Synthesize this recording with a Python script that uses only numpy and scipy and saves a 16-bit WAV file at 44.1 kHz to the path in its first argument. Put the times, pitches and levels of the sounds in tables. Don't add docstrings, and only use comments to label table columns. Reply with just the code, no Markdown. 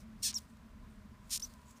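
import sys
import numpy as np
from scipy import signal
from scipy.fft import rfft, irfft
from scipy.io import wavfile

SR = 44100
rng = np.random.default_rng(int(sys.argv[2]) if len(sys.argv) > 2 else 0)


def to_wav(sig):
    pcm = np.clip(np.atleast_2d(sig), -1, 1) * 32767
    pcm = np.round(pcm).astype(np.int16)
    wavfile.write(sys.argv[1], SR, pcm.T)


N = 79380

# freq_hz, gain_db
BACKGROUND_SPECTRUM = [(20, -31.5), (36, 5.5), (55, -5.5), (74, 2.5), (95, -11), (120, -4.5), (165, -13.5),
                       (218, 2), (255, -8), (295, -19.5), (430, -22.5), (560, -25), (625, -17), (700, -27),
                       (860, -25), (1180, -22), (1430, -23.5), (2000, -27.5), (3000, -33), (6000, -38),
                       (10000, -43), (15000, -45.5)]
# time_s, level_db
HUM_ENVELOPE = [(0, -53), (.6, -56), (1.2, -54.5), (1.8, -59.5)]
# time_s, level_db
FAR_ENVELOPE = [(0, -91), (.3, -70), (.36, -66.5), (.48, -78), (.76, -79), (.85, -67.5), (.93, -87),
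                (1.06, -73), (1.14, -71.5), (1.55, -70.5), (1.7, -66.5), (1.8, -68.5)]
# start_s, peak_s, end_s, level_db, ring_hz, ring_db
BRUSHES = [(-.02, 0.006, 0.043, -62, 5160, 6), (0.165, 0.22, 0.51, -68, 4500, 7),
           (0.387, 0.39, 0.47, -61, 4840, 4.5), (0.462, 0.5, 0.58, -71.5, 7600, 8),
           (0.872, 0.903, 1.06, -78, 8050, 15), (1.151, 1.28, 2.4, -69.5, 7060, 3),
           (1.447, 1.503, 1.575, -64, 4200, 7), (1.646, 1.705, 1.75, -61.5, 6780, 13),
           (1.744, 1.777, 1.79, -63.5, 5700, 9)]
# freq_hz, gain_db
FRICTION_SPECTRUM = [(500, -20), (2500, -6.5), (5000, -4), (9000, -3), (14000, -11.5), (16000, -2.5)]
# start_s, level_db, ring_hz
CLAW_TICKS = [(.4016, -64, 7270), (.418, -58, 8600), (.5705, -56, 4270), (1.2952, -47, 12000),
              (1.415, -52, 12500), (1.4196, -39, 9500), (1.538, -48.5, 5840), (1.617, -57.5, 4440),
              (1.709, -51, 10900), (1.784, -55, 5800)]
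# time_s, pitch_hz, level_db
WHISTLE_CURVES = [
    [(.3412, 6270, -37), (.3428, 7020, -42), (.3444, 5390, -32.5), (.3462, 7500, -36.5), (.3485, 7830, -42),
     (.3525, 6900, -36.5), (.3545, 5900, -36), (.365, 5570, -30), (.375, 5180, -34.5), (.38, 4500, -53)],
    [(.379, 5170, -53), (.383, 5860, -49), (.385, 4470, -54), (.388, 3200, -52)],
    [(1.4228, 4400, -47), (1.4248, 5450, -36), (1.427, 5450, -35), (1.429, 5980, -37.5), (1.437, 6040, -36),
     (1.445, 5980, -40.5), (1.449, 5790, -38.5), (1.453, 5400, -47)],
]
# start_s, peak_s, end_s, level_db
PUFFS = [(.343, 0.386, 0.3965, -46.5), (1.404, 1.448, 1.485, -53)]
# freq_hz, gain_db
PUFF_SPECTRUM = [(500, -18), (2500, -15), (4000, -2), (6000, 2.5), (8500, -1.5), (11000, -11.5),
                 (14500, -3), (16000, -13)]
# delay_s, gain_db
ECHOES = [(.00072, -23), (.0021, -37), (.0039, -14)]
# freq_hz, gain_db
FLAP_SPECTRA = [
    [(300, -38), (1200, -30), (1800, -19), (2700, -12), (4200, -1), (4850, -1.5), (5450, 5.5), (6100, 1.5),
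     (7700, -1.5), (8300, 2), (9900, -2), (10600, -20.5), (12500, -8), (14700, -8), (15500, -27)],
    [(300, -37), (1200, -24), (2200, -12), (4400, 0.5), (4850, 1), (5450, 5.5), (6200, 1.5), (7100, 3.5),
     (7950, -4), (8550, 3), (9700, 1), (10400, -7.5), (13500, -5.5), (15500, -19)],
]
# time_s, gain_db, tilt_db_per_octave
LONE_CLICKS = [(0.2231, -37, -1), (0.2253, -38, -1), (0.3195, -40, -14), (0.328, -34.5, -9),
               (0.3306, -39, -2), (0.333, -41, -14), (.3343, -35, -10), (1.2971, -42, 0), (1.2992, -41, -9),
               (1.3011, -40, -1), (1.3974, -33, -3), (1.4002, -27.5, -0.5), (1.4038, -32.5, 3)]
# time_s, click_rate_hz, gain_db
RASP_CURVES = [
    [(.226, 1350, -35), (.2315, 1400, -23), (.2355, 1040, -21), (.239, 1180, -21.5), (.248, 905, -18),
     (.268, 865, -17.5), (.279, 870, -20), (.2915, 490, -19.5), (.295, 620, -25), (.304, 590, -24.5),
     (.31, 230, -22), (.317, 1000, -40)],
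    [(1.304, 660, -37), (1.307, 675, -29), (1.319, 520, -23.5), (1.322, 560, -23), (1.332, 640, -19.5),
     (1.347, 520, -21), (1.356, 730, -23.5), (1.359, 590, -18), (1.37, 400, -29), (1.377, 315, -21.5)],
]
RASP_DULLING = [6.5, 0]


def amp(db):
    return 10 ** (np.asarray(db) / 20)


def unit_rms(x):
    return x / np.sqrt(np.mean(x ** 2) + 1e-20)


def spectrum_db(points, hz):
    freq_hz, gain_db = np.transpose(points)
    return np.interp(np.log(hz + 1), np.log(freq_hz), gain_db)


def add(mix, start_s, sound):
    at = round(start_s * SR)
    sound = sound[max(-at, 0):]
    part = mix[max(at, 0):][:len(sound)]
    part += sound[:len(part)]


def noise(shape_db, size=N):
    white = rng.standard_normal(N)[:size]
    hz = np.fft.rfftfreq(size, 1 / SR)
    return unit_rms(irfft(rfft(white) * amp(shape_db(hz)), size))


def wander(corner_hz, size=N):
    return noise(lambda hz: -20 * np.log10(1 + (hz / corner_hz) ** 4))[:size]


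def swell(start_s, peak_s, end_s, edge_db):
    t = np.arange(start_s, max(end_s, start_s + .01), 1 / SR)
    gain_db = np.interp(t, [start_s, peak_s, end_s], [edge_db, 0, edge_db])
    return amp(gain_db) * signal.windows.tukey(len(t), .2)


def background(low_cut_hz=27, split_hz=348, far_hz=1014, far_half_width_hz=57):
    def rolloff_db(ratio):
        return -10 * np.log10(1 + ratio ** 8)
    t = np.arange(N) / SR
    hum = noise(lambda hz: spectrum_db(BACKGROUND_SPECTRUM, hz)
                + rolloff_db(hz / split_hz) + rolloff_db(low_cut_hz / (hz + 1)))
    wash = noise(lambda hz: spectrum_db(BACKGROUND_SPECTRUM, hz) + rolloff_db(split_hz / (hz + 1)))
    far = noise(lambda hz: -20 * np.log10(1 + ((hz - far_hz) / far_half_width_hz) ** 2))
    hum_db = np.interp(t, *np.transpose(HUM_ENVELOPE)) + 1.22 * wander(corner_hz=37)
    wash_db = -66.5 + .3 * wander(corner_hz=12)
    far_db = np.interp(t, *np.transpose(FAR_ENVELOPE))
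    return hum * amp(hum_db) + wash * amp(wash_db) + far * amp(far_db)


def bark_friction(ring_hz, ring_db, size, half_width_hz=260, grain_db=1.5, grain_hz=710):
    hiss = noise(lambda hz: spectrum_db(FRICTION_SPECTRUM, hz), size)
    grains = hiss * amp(grain_db * wander(grain_hz, size))
    hz = np.fft.rfftfreq(size, 1 / SR)
    peaks_db = sum(ring_db / (1 + ((hz - peak_hz) / half_width_hz) ** 2)
                   for peak_hz in (ring_hz, 1.14 * ring_hz))
    return unit_rms(irfft(rfft(grains) * amp(peaks_db), size))


def brushes():
    out = np.zeros(N)
    for start_s, peak_s, end_s, level_db, ring_hz, ring_db in BRUSHES:
        gain = amp(level_db) * swell(start_s, peak_s, end_s, edge_db=-15)
        add(out, start_s, gain * bark_friction(ring_hz, ring_db, len(gain)))
    return out


def claw_ticks(rise_s=.00031, decay_s=.0011):
    out = np.zeros(N)
    t = np.arange(SR // 40) / SR
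    envelope = np.minimum(t / rise_s, 1) * np.exp(-t / decay_s)
    for start_s, level_db, ring_hz in CLAW_TICKS:
        add(out, start_s, amp(level_db) * envelope * bark_friction(ring_hz, ring_db=11.5, size=len(t)))
    return out


def whistles(octave_db=-22, waver_hz=710, pitch_waver=.0035, gain_waver=.039):
    out = np.zeros(N)
    for curve in WHISTLE_CURVES:
        time_s, pitch_hz, level_db = np.transpose(curve)
        t = np.arange(time_s[0], time_s[-1], 1 / SR)
        glide_hz = np.interp(t, time_s, pitch_hz) * (1 + pitch_waver * wander(waver_hz, len(t)))
        phase = 2 * np.pi * np.cumsum(glide_hz) / SR
        gain = amp(np.interp(t, time_s, level_db)) * (1 + gain_waver * wander(waver_hz, len(t)))
        add(out, time_s[0], gain * (np.sin(phase) + amp(octave_db) * np.sin(2 * phase)))
    return out


def puffs():
    out = np.zeros(N)
    for start_s, peak_s, end_s, level_db in PUFFS:
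        gain = amp(level_db) * swell(start_s, peak_s, end_s, edge_db=-13.5)
        add(out, start_s, gain * noise(lambda hz: spectrum_db(PUFF_SPECTRUM, hz), len(gain)))
    return out


def flap_clicks(times_s, gains_db, tilts_db_per_octave, spectrum):
    boost_db, flutter_db, tilt_pivot_hz = 6.5, .67, 5600
    scatter_db, scatter_rise_s, scatter_decay_s, scatter_top_hz = -9.5, .0006, .0032, 9700
    size, lead_s = 1024, .002
    hz, t = np.fft.rfftfreq(size, 1 / SR), np.arange(size) / SR
    log_gain = np.log(amp(spectrum_db(spectrum, hz)))
    mirrored = np.r_[log_gain, log_gain[-2:0:-1]]
    throat = np.exp(np.conj(signal.hilbert(mirrored)))[:len(hz)]
    paths = 1 + sum(amp(db) * np.exp(-2j * np.pi * hz * delay_s) for delay_s, db in ECHOES)
    octaves = np.log2(np.maximum(hz / tilt_pivot_hz, 1 / 4))
    scatter_gain = amp(scatter_db) / np.sqrt(1 + (hz / scatter_top_hz) ** 6)
    scatter_envelope = np.exp(-t / scatter_decay_s) * np.minimum(t / scatter_rise_s, 1) ** 2
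    whites = rng.standard_normal((256, size))
    out = np.zeros(N)
    for time_s, gain_db, tilt, white in zip(times_s, gains_db, tilts_db_per_octave, whites):
        scatter = white * scatter_envelope
        bark = paths + scatter_gain * rfft(scatter / np.linalg.norm(scatter))
        start_s = round((time_s - lead_s) * SR) / SR
        delay = np.exp(-2j * np.pi * hz * (time_s - start_s))
        gain = amp(gain_db + boost_db + flutter_db * white[0] + tilt * octaves)
        add(out, start_s, -irfft(gain * throat * bark * delay))
    return out


def rasp(curve, spectrum, loss_db_per_octave, jitter=.03, jitter_hz=280):
    time_s, click_rate_hz, gain_db = np.transpose(curve)
    t = np.arange(time_s[0], time_s[-1], 1 / SR)
    rate_hz = np.interp(t, time_s, click_rate_hz) * (1 + jitter * wander(jitter_hz, len(t)))
    cycles = np.cumsum(rate_hz) / SR
    clicks_s = np.interp(np.arange(0, cycles[-1]), cycles, t)
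    progress = (clicks_s - time_s[0]) / (time_s[-1] - time_s[0])
    gains_db = np.interp(clicks_s, time_s, gain_db)
    return flap_clicks(clicks_s, gains_db, -loss_db_per_octave * progress ** 2, spectrum)


def scene():
    mix = background() + brushes() + claw_ticks() + whistles() + puffs()
    mix += flap_clicks(*np.transpose(LONE_CLICKS), FLAP_SPECTRA[1])
    for curve, spectrum, loss_db_per_octave in zip(RASP_CURVES, FLAP_SPECTRA, RASP_DULLING):
        mix += rasp(curve, spectrum, loss_db_per_octave)
    return np.array([mix, mix])


def record(dry, cutoff_hz=15500):
    lowpass = signal.firwin(401, cutoff_hz, window=("kaiser", 8), fs=SR)
    return signal.oaconvolve(dry, lowpass[None], "same")


dry = scene()
out = record(dry)
to_wav(out)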